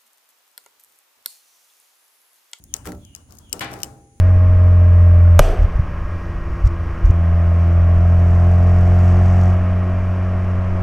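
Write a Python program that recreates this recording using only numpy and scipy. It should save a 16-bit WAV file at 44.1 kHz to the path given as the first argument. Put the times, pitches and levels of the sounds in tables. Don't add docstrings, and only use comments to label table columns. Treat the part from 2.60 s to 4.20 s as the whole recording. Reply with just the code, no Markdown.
import sys
import numpy as np
from scipy import signal
from scipy.fft import rfft, irfft
from scipy.io import wavfile
from scipy.ndimage import uniform_filter1d

SR = 44100
rng = np.random.default_rng(int(sys.argv[2]) if len(sys.argv) > 2 else 0)


def transcribe(signal):
    frames = np.atleast_2d(signal).T
    limited = np.clip(frames, -1, 1)
    pcm = np.round(limited * 32767).astype(np.int16)
    wavfile.write(sys.argv[1], SR, pcm)


N = 70560
T = np.arange(N) / SR
FREQS = np.maximum(np.fft.rfftfreq(N, 1 / SR), 1)

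# frequency in Hz, level in dB, 60 dB decay in seconds.
BODYWORK_ECHO = [(980, -43.5, 0.58), (2390, -43.5, 0.24), (4620, -40.5, 0.058), (7100, -35.5, 0.39),
                 (10100, -51.5, 0.33), (16000, -42, 0.21)]


def key_ticks():
    # start in seconds, level in dB, lean to the left in dB, ring length factor, low cut in Hz.
    touches = [(0.0392, -23.5, 5.5, 0.99, 9500), (0.1397, -10, 13, 1, 510), (0.1654, -17.5, -1, 0.48, 5100),
               (0.45, -35, 5, 1, 3000), (0.5501, -23.5, 12.5, 0.83, 500), (0.562, -26.5, 10, 0.23, 2460),
               (0.708, -37, 16, 0.18, 2960), (0.7232, -32, 18, 0.21, 2900), (0.739, -35, 4, .4, 11000),
               (.752, -28.5, 19, 0.18, 11200), (0.7712, -34, 6, 0.33, 6000), (0.786, -27.5, 2, 0.75, 6100),
               (0.789, -29, 11.5, 0.25, 5950), (0.896, -42, 14, 0.81, 5100)]
    # frequency in Hz, level in dB, base 60 dB decay in seconds.
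    tick_modes = [(845, -44, .35), (2980, -27, .02), (5200, -16, .012), (6150, -6, .005), (6600, -2, .008),
                  (7400, -11, .012), (7900, -16, .008), (8570, -16, .015), (8950, -14, .009),
                  (10000, -17, .005), (10800, -17, .007), (11400, -13, .008), (14330, -14, .007)]
    echo, out = wash(BODYWORK_ECHO), 0
    for start, db, left_db, length, low_hz in touches:
        low_cut = signal.butter(2, low_hz, "high", fs=SR, output="sos")
        tick = signal.sosfilt(low_cut, click(tick_modes, length) + echo)
        out = out + at(tick * undb(db) * pan(left_db), start)
    return out


def cap_snaps():
    # start in seconds, level in dB, lean to the left in dB, ring length factor.
    snaps = [(0.9284, -8.5, 14, 0.85), (0.994, -18, 0, 0.69), (1.045, -25.5, 9, 0.38),
             (1.1125, -33, 8, 0.22), (1.117, -26, 4, 0.11), (1.1322, -27, 13, 0.23),
             (1.138, -22.5, 8, 0.51), (1.190, -34, 11, 0.24), (1.203, -25, 1, 0.17), (1.218, -27, 10, 0.12),
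             (1.2325, -7.5, 9.5, .6), (1.243, -25, 1.5, 1.5)]
    # frequency in Hz, level in dB, base 60 dB decay in seconds.
    cap_modes = [(2985, -14, .022), (4100, -20, .01), (4650, -15, .008), (5500, -11, .012),
                 (5900, -8, .011), (6250, -15, .009), (7100, -18, .012), (7590, -18, .045),
                 (8750, -11, .012), (11520, -22, .022), (12300, -21, .008), (13250, -15, .02),
                 (14800, -21, .009), (15600, -21, .006)]
    echo = undb(-3.5) * wash(BODYWORK_ECHO)
    return sum(at((click(cap_modes, length) + echo) * undb(db) * pan(left_db), start)
               for start, db, left_db, length in snaps)


def click(modes, length):
    # frequency in Hz, relative level in dB.
    crack_colour = [(1000, -48), (2400, -1), (3200, 1), (4200, -0.5), (5500, 7.5), (7000, -7), (9000, -2),
                    (10000, -7.5), (13000, 3), (16000, -7.5)]
    scatter = rng.standard_normal((len(modes), 2))
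    struck = [(hz * (1 + .005 * detune), db + extra_db, t60)
              for (hz, db, t60), (detune, extra_db) in zip(modes, scatter)]
    crack = undb(-11.5) * noise(crack_colour) * decay(t60=.01)
    return (ring(struck, length, lag_s=.00009) + crack) * rise(seconds=.00016)


def pin_rasps():
    # start in seconds, relative level in dB, length in seconds.
    rasps = [(.246, -38.5, 0.014), (.2555, -21, 0.0029), (.2605, -24.5, 0.0096), (.2655, -45, 0.0073),
             (.2715, -17, 0.004), (.2795, -31, 0.011), (.287, -33, 0.023), (.3195, -24.5, 0.0035),
             (.325, -40.5, 0.011), (.349, -36, 0.0042)]
    # frequency in Hz, relative level in dB.
    rasp_colour = [(400, -28), (1400, 5), (2600, -6), (4000, -10), (6000, -6), (9000, -8), (16000, -11.5)]
    return undb(-11.5) * friction(rasps, rasp_colour, rough=.73)


def finger_rubs():
    # start in seconds, level in dB, length in seconds.
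    rubs = [(.555, -56.5, 0.099), (.695, -53.5, 0.11), (.80, -62.5, 0.13), (.93, -45, 0.14),
            (1.11, -44.5, 0.2)]
    # frequency in Hz, relative level in dB.
    rub_colour = [(200, 11.5), (700, 9), (1400, 6), (2000, -10.5), (5000, -4), (9000, -8.5), (16000, -14)]
    return friction(rubs, rub_colour, rough=.51)


def friction(strokes, colour, rough, grains_per_s=2700):
    force = 0
    for start, db, length in strokes:
        age = np.maximum(T - start + length / 10, 0) / length
        force = force + undb(db) * (1 - np.exp(-age * 10)) * np.exp(-age ** 2)
    grains = (rng.random(N) < grains_per_s / SR) * rng.standard_normal(N)
    grit = rough * unit(grains) + rng.standard_normal((2, N))
    scrape = unit(irfft(rfft(grit) * undb(along(FREQS, colour)), N))
    return force * scrape * pan(left_db=5.5)


def panel_thuds():
    # start in seconds, level in dB, treble cutoff in Hz.
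    pushes = [(.140, -15.5, 3000), (.257, -8, 990), (.269, 0.5, 1050), (.2852, -1.5, 525), (0.322, -7, 910),
              (0.3506, -9, 457), (0.93, -6.5, 1490), (0.954, -3, 476)]
    # frequency in Hz, level in dB, 60 dB decay in seconds.
    panel_modes = [(92, -31, .13), (184, -34, .31), (250, -40, .25), (300, -31, .16), (390, -34, .14),
                   (470, -38, .2), (584, -35, .24), (790, -36, .15), (1336, -38, .2)]
    dense_modes = [(130, -49, .13), (200, -45, .17), (330, -40, .19), (600, -38, .19), (1300, -39, .17),
                   (2200, -47, .14), (5000, -60, .1)]
    thud = (ring(panel_modes) + wash(dense_modes)) * rise(seconds=.0027)
    return sum(at(soften(thud, hz) * undb(db), start) for start, db, hz in pushes)


def hollow_tank():
    # start in seconds, level in dB, treble cutoff in Hz.
    blows = [(1.007, 3, 12400), (1.118, 3, 602), (1.232, -4.5, 497)]
    # frequency in Hz, level in dB, 60 dB decay in seconds.
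    tank_modes = [(109, -41, 1.5), (128, -38, 1.6), (253, -48, 1.3), (313, -41, 1.3), (442, -44, 1.5),
                  (532, -45, 1.2), (708, -42, .85), (802, -37, 1.3), (1058, -36, .38), (1308, -43, .5),
                  (1426, -36, .32), (1540, -39, .34), (1689, -40, .42), (1771, -41, .35), (1974, -39, .42),
                  (2336, -37, .35), (2946, -38, .27)]
    dense_modes = [(80, -48, 1), (202, -51.5, 1), (326, -44, 1), (530, -51, 0.78), (766, -34, 0.5),
                   (1110, -37, 0.27), (1600, -36.5, 0.68), (2280, -33.5, 0.34), (4100, -36, 0.28),
                   (5840, -44, 0.23), (10000, -41, 0.13), (16000, -37, 0.051)]
    # frequency in Hz, left over right in dB.
    tank_lean = [(400, -0.5), (750, 2), (1300, 4), (4400, 6), (8000, 10), (15000, 13)]
    attack = rise(seconds=.00067)
    stirred = sum(at(soften(wash(dense_modes) * attack, hz) * undb(db), start) for start, db, hz in blows)
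    ringing = at(ring(tank_modes) * attack, start=blows[0][0])
    return lean(stirred + ringing, tank_lean)


def far_bird(fall_hz_per_s=13000, lowest_hz=2897):
    # start in seconds, opening pitch in Hz, level in dB, hold and length in seconds.
    whistles = [(0.066, 3516, -58.5, 0.012, 0.14), (0.382, 3360, -55.5, 0.044, 0.19),
                (0.787, 3334, -56, 0.055, 0.21)]
    echoes = unit(rng.standard_normal((2, N)) * decay(t60=.45)) / np.sqrt(N)
    calls = 0
    for start, hz, db, hold, length in whistles:
        age = T - start
        pitch = np.maximum(hz - fall_hz_per_s * np.maximum(age - hold, 0), lowest_hz)
        jitter = 1 + .055 * unit(uniform_filter1d(rng.standard_normal(N), size=24))
        swell = np.sqrt(np.abs(np.sin(np.pi * np.clip(age / length, 0, 1))))
        calls = calls + undb(db) * swell * np.sin(2 * np.pi * np.cumsum(pitch * jitter) / SR)
    return signal.fftconvolve(calls[None], echoes, axes=1)[:, :N]


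def background():
    # frequency in Hz, relative level in dB.
    rumble_colour = [(20, 7), (35, 11.5), (50, 6), (70, 6.5), (100, 1), (160, -8.5), (280, -9),
                     (420, -24.5), (900, -29), (2000, -42)]
    hiss_colour = [(500, -27.5), (1200, 9.5), (2200, 10.5), (4500, 4), (5800, 9.5), (6700, 21.5),
                   (7800, 5.5), (9800, 20), (11500, 2), (16000, -74.5)]
    # time in seconds, level in dB.
    rumble_levels = [(0, -45.5), (.24, -38.5), (.3, -30.5), (.46, -41), (.62, -45.5), (.72, -44.5),
                     (.9, -43), (1.15, -42), (1.39, -46), (1.48, -56), (1.6, -45.5)]
    waver = undb(np.interp(T, *np.array(rumble_levels).T))
    return noise(rumble_colour) * waver + noise(hiss_colour) * undb(-62.5)


def ring(modes, length=1, lag_s=0):
    samples = int(SR * min(2 * length * max(t60 for _, _, t60 in modes), N / SR))
    t = np.maximum(T[:samples] - np.array([[0], [lag_s]]), 0)
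    out = sum(undb(db) * np.sin(2 * np.pi * hz * t) * decay(t60 * length, t) for hz, db, t60 in modes)
    return np.pad(out, ((0, 0), (0, N - out.shape[1])))


def wash(table):
    spectrum, out = air(), 0
    for hz in 62.5 * 2 ** (np.arange(17) / 2):
        if hz > table[0][0] / 2:
            triangle = np.maximum(1 - 2 * abs(np.log2(FREQS / hz)), 0)
            band = unit(irfft(spectrum * triangle, N))
            out = out + band * undb(along(hz, table)) * decay(along(hz, table, column=2))
    return out / np.sqrt(2)


def air(unrelated_hz=1200):
    mid, side = rfft(rng.standard_normal((2, N)))
    apart = np.clip(FREQS / unrelated_hz, .18, 1)
    return (mid + apart * side * np.array([[1], [-1]])) / np.sqrt(1 + apart ** 2)


def noise(colour):
    return unit(irfft(air() * undb(along(FREQS, colour)), N))


def soften(x, hz):
    return signal.sosfilt(signal.butter(2, hz, fs=SR, output="sos"), x)


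def lean(x, table):
    db = along(np.maximum(np.fft.rfftfreq(2 * N, 1 / SR), 1), table)
    return irfft(rfft(x, 2 * N) * undb(np.array([db, -db]) / 2))[:, :N]


def pan(left_db):
    return undb(np.array([[left_db], [-left_db]]) / 2)


def rise(seconds):
    return 1 - np.exp(-T / seconds)


def decay(t60, t=T):
    return np.exp(-np.log(1000) * t / t60)


def at(x, start):
    return np.pad(x, ((0, 0), (int(start * SR), 0)))[:, :N]


def along(hz, table, column=1):
    table = np.array(table, float)
    return np.interp(np.log(hz), np.log(table[:, 0]), table[:, column])


def undb(db):
    return 10 ** (np.asarray(db) / 20)


def unit(x):
    return x / np.sqrt(np.mean(x ** 2) + 1e-20)


def scene():
    # frequency in Hz, left over right in dB.
    click_lean = [(2000, -5.5), (6000, 3.5), (9000, 5.5), (13000, -2)]
    scrapes = pin_rasps() + finger_rubs()
    clicks = lean(key_ticks() + cap_snaps(), click_lean)
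    return clicks + scrapes + panel_thuds() + hollow_tank() + far_bird() + background()


def record(dry, low_hz=65, top_hz=16600):
    low_cut = signal.butter(3, low_hz, "high", fs=SR, output="sos")
    top_cut = signal.ellip(10, .2, 80, top_hz, fs=SR, output="sos")
    return signal.sosfilt(top_cut, signal.sosfilt(low_cut, dry))


dry = scene()
out = record(dry)
transcribe(out)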